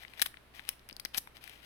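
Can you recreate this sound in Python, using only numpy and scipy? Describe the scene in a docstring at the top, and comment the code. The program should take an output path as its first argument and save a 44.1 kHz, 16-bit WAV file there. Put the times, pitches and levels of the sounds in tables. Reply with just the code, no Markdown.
"""Fingertips brush over a thin book page, and it crackles as they pick at a sticky tab.
Each crackle is a small patch of paper buckling and ringing. A little over a second in, the glue
lets go in one quick rip, and now and then a finger softly bumps the book. It all happens close
to two microphones, in a small, quiet room that echoes faintly over a hiss and a low mains hum."""
import sys
import numpy as np
from scipy import signal
from scipy.fft import rfft, irfft
from scipy.io import wavfile

SR = 44100
rng = np.random.default_rng(int(sys.argv[2]) if len(sys.argv) > 2 else 0)


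def persist_wave(psi):
    """Save psi, clipped to +-1, as 16-bit WAV."""
    counts = np.round(np.clip(psi, -1, 1) * 32767).astype(np.int16)
    wavfile.write(sys.argv[1], SR, np.atleast_2d(counts).T)


N = 72765
TIME = np.arange(N) / SR

# each buckle of the page: t/s, patch pitch f/Hz, ring level/dB, crack level/dB, crumpling decay t/s
BUCKLES = [(0.0346, 1930, -42, -55, 0.0005), (0.0493, 2104, -38, -83, 0.00055),
           (0.0812, 2930, -47.5, -70, 0.00038), (0.136, 2400, -42.5, -56, 0.0013),
           (0.1946, 1780, -33, -44.5, 0.0011), (0.1959, 3960, -37, -48, 0.00068),
           (0.2034, 2900, -41, -44, .0006), (0.2173, 3780, -20.5, -19, 0.00033),
           (0.2209, 1910, -23, -24, 0.00098), (0.2215, 3190, -24.5, -17, 0.0025),
           (0.2596, 1154, -35, -42, 0.0013), (0.2591, 3080, -31.5, -34, 0.0029),
           (0.2625, 3380, -30.5, -28.5, 0.00078), (0.2696, 2640, -44, -41.5, 0.0012),
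           (0.3413, 1800, -42.5, -63, 0.0019), (0.3702, 2320, -43.5, -87, 0.0017),
           (0.5943, 2170, -35, -78, 0.0015), (0.6513, 2580, -47, -59, 0.0011),
           (.69, 2970, -28.5, -22, 0.00059), (0.699, 5500, -50, -60, .0007), (0.794, 3650, -54, -62, .0008),
           (0.8893, 2800, -46, -41, 0.001), (0.898, 2760, -40, -59, 0.001),
           (0.9099, 2800, -43.5, -55, 0.00065), (0.9277, 5030, -43, -56, 0.0002),
           (0.9656, 4650, -40.5, -45.5, 0.00029), (0.9985, 4800, -41, -35.5, 0.00028),
           (0.9971, 2090, -44, -68, 0.0005), (1.0508, 1890, -32.5, -31, 0.0011),
           (1.0503, 5170, -31.5, -47, 0.00099), (1.0563, 2600, -34.5, -53, 0.0018),
           (1.1456, 2940, -28.5, -39.5, 0.00044), (1.148, 1650, -35.5, -49, 0.0015),
           (1.273, 930, -44.5, -54, 0.00048), (1.2734, 2230, -45.5, -78, 0.00031),
           (1.369, 2960, -44.5, -52.5, 0.00036), (1.4399, 2450, -43.5, -42.5, 0.00029),
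           (1.4768, 2190, -41, -46.5, 0.00081), (1.4958, 3210, -43.5, -45.5, 0.00038)]
# how loud the rip is as the glue lets go: t/s, level/dB
RIP_LEVELS = [(1.146, -72), (1.166, -49), (1.1745, -31), (1.1787, -27), (1.1827, -20), (1.1819, -39),
              (1.185, -31), (1.193, -54)]
# each slide of the fingertips, and (at 1.141 s) the dull start of the glue rip: start t/s, end t/s, level/dB
RUSTLES = [(0, 0.042, -49.5), (0.049, 0.177, -58), (0.176, 0.23, -46), (0.544, 0.603, -49),
           (0.609, 0.741, -57.5), (0.676, 0.699, -44.5), (1.141, 1.168, -38.5), (1.35, 1.386, -52.5),
           (1.412, 1.554, -52), (1.554, 1.636, -58), (1.632, 1.674, -50)]
# each bump of a finger on the book: t/s, level/dB
FINGER_BUMPS = [(0.689, -51), (0.9213, -47), (1.0511, -41)]
# the tones of the mains hum: f/Hz, level/dB
HUM_TONES = [(60, -68), (120, -73.5)]
# how alike the hiss is on the left and right: f/Hz, likeness (1 = the same)
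HISS_LIKENESS = [(40, 0.9), (3000, 0.051)]

# Tone curves, which make some pitches louder and others softer: f/Hz, level/dB
CRACK_TONE = [(300, -20.5), (2000, 0), (5400, 10), (7000, -9.5), (7800, 1), (8900, 5.5), (11000, 9),
              (13500, -1.5), (15500, 2), (17000, -31)]   # the bright crack of a buckle
PAGE_TONE = [(200, -12.5), (1000, 0.5), (1650, 4), (2300, -0.5), (2700, -4.5), (3300, -3), (4400, -0.5),
             (5600, 0.5), (7000, -11.5), (10000, -14), (16000, -32)]   # the page around a ringing patch
FLAP_TONE = [(100, -5), (280, 6.5), (520, -0.5), (800, 13), (1300, 3.5), (6000, -62)]   # the whole sheet flapping
RIP_TONE = [(250, -9), (560, -16), (830, -4), (1100, -8), (1600, -3), (5800, 2), (7200, -7.5), (9000, 0.5),
            (12300, 5), (14000, -4), (16500, -16)]   # glue threads breaking
RUB_TONE = [(200, -23), (800, -11), (1400, -8), (2200, -1), (3200, -2.5), (4300, -9.5), (5200, -12),
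            (6800, -22), (10500, -15), (16000, -23)]   # skin on paper
SHADE_TONE = [(200, -22), (900, 0), (1700, -20), (3600, -24.5), (5000, -15), (6300, -5), (9500, -22.5),
              (11700, 0), (13500, -2), (15500, -2.5)]   # what reaches the far microphone, shaded from the fingers
ECHO_TONE = [(3000, -1), (5200, 0.5), (7500, 4.5), (12000, 4), (16000, 9)]   # the room's reflections
HISS_TONE = [(20, -3.5), (80, -12.5), (300, -10.5), (600, -14), (1200, -15.5), (2300, -17.5), (4000, -23.5),
             (7000, -35.5), (11000, -29), (16000, -38)]   # the still air

RISE_S, SHIVER_SHARE, SHIVER_S = 0.00009, 0.049, 0.0036   # a buckle builds up, then leaves a shiver
PATCH_Q, Q_FALL = 4.3, 0.65   # Q for a 1 ms crumple (higher Q rings longer); slower crumples lower it
OVERTONE_RATIO, OVERTONE_SHARE = 1.67, 0.61   # the second, higher note of a patch
TAB_HZ, TAB_Q = 8690, 19   # the stiff tab rings along with each patch
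TAB_DB, FLAP_DB = -23.5, -17.5   # compared with the ring of the patch
DESK_DB, TAIL_DB = -16, -24   # echo levels before ECHO_TONE shapes them
DESK_DECAY_S, LOW_FADE_S, TREBLE_FADE_S = 0.0014, 0.36, 0.23   # a fade is the time to drop 60 dB


def page_snaps(size=2048):
    """Each buckle is a dying spray of tiny slips: it cracks, rings a patch and the tab, flaps the page."""
    out, t = np.zeros(N), TIME[:size]
    for start, hz, ring_db, crack_db, decay in BUCKLES:
        rise = 1 - np.exp(-t / RISE_S)
        fall = np.exp(-t / decay) + SHIVER_SHARE * np.exp(-t / SHIVER_S)
        slips = burst(rise * fall)
        q = PATCH_Q * (.001 / decay) ** Q_FALL
        patch = resonate(slips, hz, q) - OVERTONE_SHARE * resonate(slips, hz * OVERTONE_RATIO, q)
        tab = from_db(TAB_DB) * unit(resonate(slips, TAB_HZ, TAB_Q))
        flap = from_db(FLAP_DB) * unit(colour(slips, FLAP_TONE))
        ring = unit(colour(patch, PAGE_TONE)) + tab + flap
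        crack = unit(colour(slips, CRACK_TONE))
        add(out, start, from_db(ring_db) * ring + from_db(crack_db) * crack)
    return out


def glue_rip():
    """Threads of glue break harder and harder until the tab comes free."""
    times, db = np.transpose(RIP_LEVELS)
    level = from_db(np.interp(TIME, times, db, left=-np.inf, right=-np.inf))
    return level * clicks(per_s=9300, spread_db=2.5, tone=RIP_TONE)


def rustles(edge_s=.016):
    """Skin drags over the paper fibres, each stroke fading in and out; the same dull rustle opens the glue rip."""
    level = np.zeros(N)
    for start, end, db in RUSTLES:
        inside_s = np.minimum(TIME - start, end - TIME)
        level += from_db(db) * np.clip(inside_s / edge_s + .5, 0, 1)
    return level * clicks(per_s=6000, spread_db=3.5, tone=RUB_TONE)


def finger_bumps(size=2048):
    """A finger gives the stack of pages a short push, making a soft, low knock."""
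    out = np.zeros(N)
    push = np.exp(-TIME[:size] / 0.00049)
    knock = unit(resonate(push, hz=280, q=1.96))
    for start, db in FINGER_BUMPS:
        add(out, start, from_db(db) * knock)
    return out


def far_microphone(x, lag_s=0.000169, scatter=0.77, scatter_s=0.00042, size=512):
    """Sound bends around the hand, so it arrives later, shaded and smeared in time."""
    paths = scatter * burst(np.exp(-TIME[:size] / scatter_s))
    paths[0] += 1   # the direct path
    for _ in range(6):   # even out the tone but keep the smear
        spectrum = rfft(paths, 2 * size)
        paths = irfft(spectrum / (abs(spectrum) + 1e-9))[:size]
    smeared = signal.fftconvolve(x, unit(paths))[:N]
    delayed = np.interp(TIME - lag_s, TIME, smeared, left=0)
    return colour(delayed, SHADE_TONE)


def room_echo(x, split_hz=5000):
    """Sound bounces off the desk first, then leaves a soft tail whose treble dies sooner."""
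    low = signal.sosfilt(signal.butter(2, split_hz, fs=SR, output="sos"), rng.standard_normal(N))
    high = signal.sosfilt(signal.butter(2, split_hz, "high", fs=SR, output="sos"), rng.standard_normal(N))
    low *= from_db(-60 * TIME / LOW_FADE_S)
    high *= from_db(-60 * TIME / TREBLE_FADE_S)
    tail = (low + high) * (TIME > .005)
    desk = rng.standard_normal(N) * np.exp(-TIME / DESK_DECAY_S) * (TIME > .0015)
    echoes = from_db(TAIL_DB) * unit(tail) + from_db(DESK_DB) * unit(desk)
    return colour(signal.fftconvolve(x, echoes)[:N], ECHO_TONE)


def air_hiss(level_db=-61.5):
    """Still air and faint hiss, most alike on both sides in the low notes."""
    hz = np.fft.rfftfreq(N, 1 / SR)
    alike = at_hz(HISS_LIKENESS, hz)
    shared, side = rfft(rng.standard_normal((2, N))) * from_db(at_hz(HISS_TONE, hz))
    opposite = side * np.array([[1], [-1]])
    air = irfft(np.sqrt(1 + alike) * shared + np.sqrt(1 - alike) * opposite, N)
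    return from_db(level_db) * unit(air) * np.sqrt(2 * N)


def mains_hum():
    """The mains supply hums with two low, steady tones."""
    return sum(from_db(db) * np.sqrt(2) * np.sin(2 * np.pi * (hz * TIME + rng.random()))
               for hz, db in HUM_TONES)


def burst(envelope):
    """A spray of noise whose loudness follows the envelope, partly evened out across pitch."""
    x = rng.standard_normal(len(envelope)) * envelope
    limit = 1.6 * unit(envelope)
    for _ in range(2):
        spectrum = rfft(x)
        even = irfft(spectrum / (abs(spectrum) + 1e-9))
        x = np.clip(even, -limit, limit)
    return unit(x)


def clicks(per_s, spread_db, tone):
    """Crowded random clicks of uneven size, with an average (rms) level of one."""
    sizes = from_db(spread_db * np.minimum(rng.exponential(1, N), 5))
    signs = rng.choice([-1, 1], N)
    happens = rng.random(N) < per_s / SR
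    return unit(colour(sizes * signs * happens, tone)) * np.sqrt(N)


def resonate(x, hz, q):
    """Make x ring at one pitch and die away."""
    r = np.exp(-np.pi * hz / q / SR)
    return signal.lfilter([1, 0, -1], [1, -2 * r * np.cos(2 * np.pi * hz / SR), r * r], x + 1e-18)


def colour(x, tone, size=2048):
    """Shape x with a tone curve (a minimum-phase filter)."""
    gains = from_db(at_hz(tone, np.fft.rfftfreq(size, 1 / SR)))
    cepstrum = irfft(np.log(gains))
    cepstrum[1:size // 2] *= 2   # fold it so that nothing rings before it is struck
    cepstrum[size // 2 + 1:] = 0
    response = irfft(np.exp(rfft(cepstrum)))
    return signal.fftconvolve(x, response)[:len(x)]


def at_hz(curve, hz):
    """Read between the points of a curve, giving every octave the same width."""
    f, value = np.transpose(curve)
    return np.interp(np.log(np.maximum(hz, 1)), np.log(f), value)


def add(out, start_s, sound):
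    """Mix in a short sound; an energy of one gives an rms level of one over 3 ms."""
    i = int(start_s * SR)
    out[i:i + len(sound)] += sound[:N - i] * np.sqrt(.003 * SR)


def unit(x):
    """Scale to an energy of one."""
    return x / np.sqrt(np.sum(x ** 2) + 1e-20)


def from_db(db):
    """Turn decibels into a number to multiply by."""
    return 10 ** (np.asarray(db) / 20)


def scene():
    """The paper lies nearer the left microphone; the room reaches both."""
    paper = page_snaps() + rustles() + glue_rip() + finger_bumps()
    left = paper + room_echo(paper)
    right = far_microphone(paper) + room_echo(paper)
    return np.array([left, right]) + air_hiss() + mains_hum()


def record(dry, cutoff_hz=16600):
    """The very highest treble is cut off steeply."""
    return signal.sosfilt(signal.ellip(10, .2, 80, cutoff_hz, fs=SR, output="sos"), dry)


dry = scene()
out = record(dry)
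persist_wave(out)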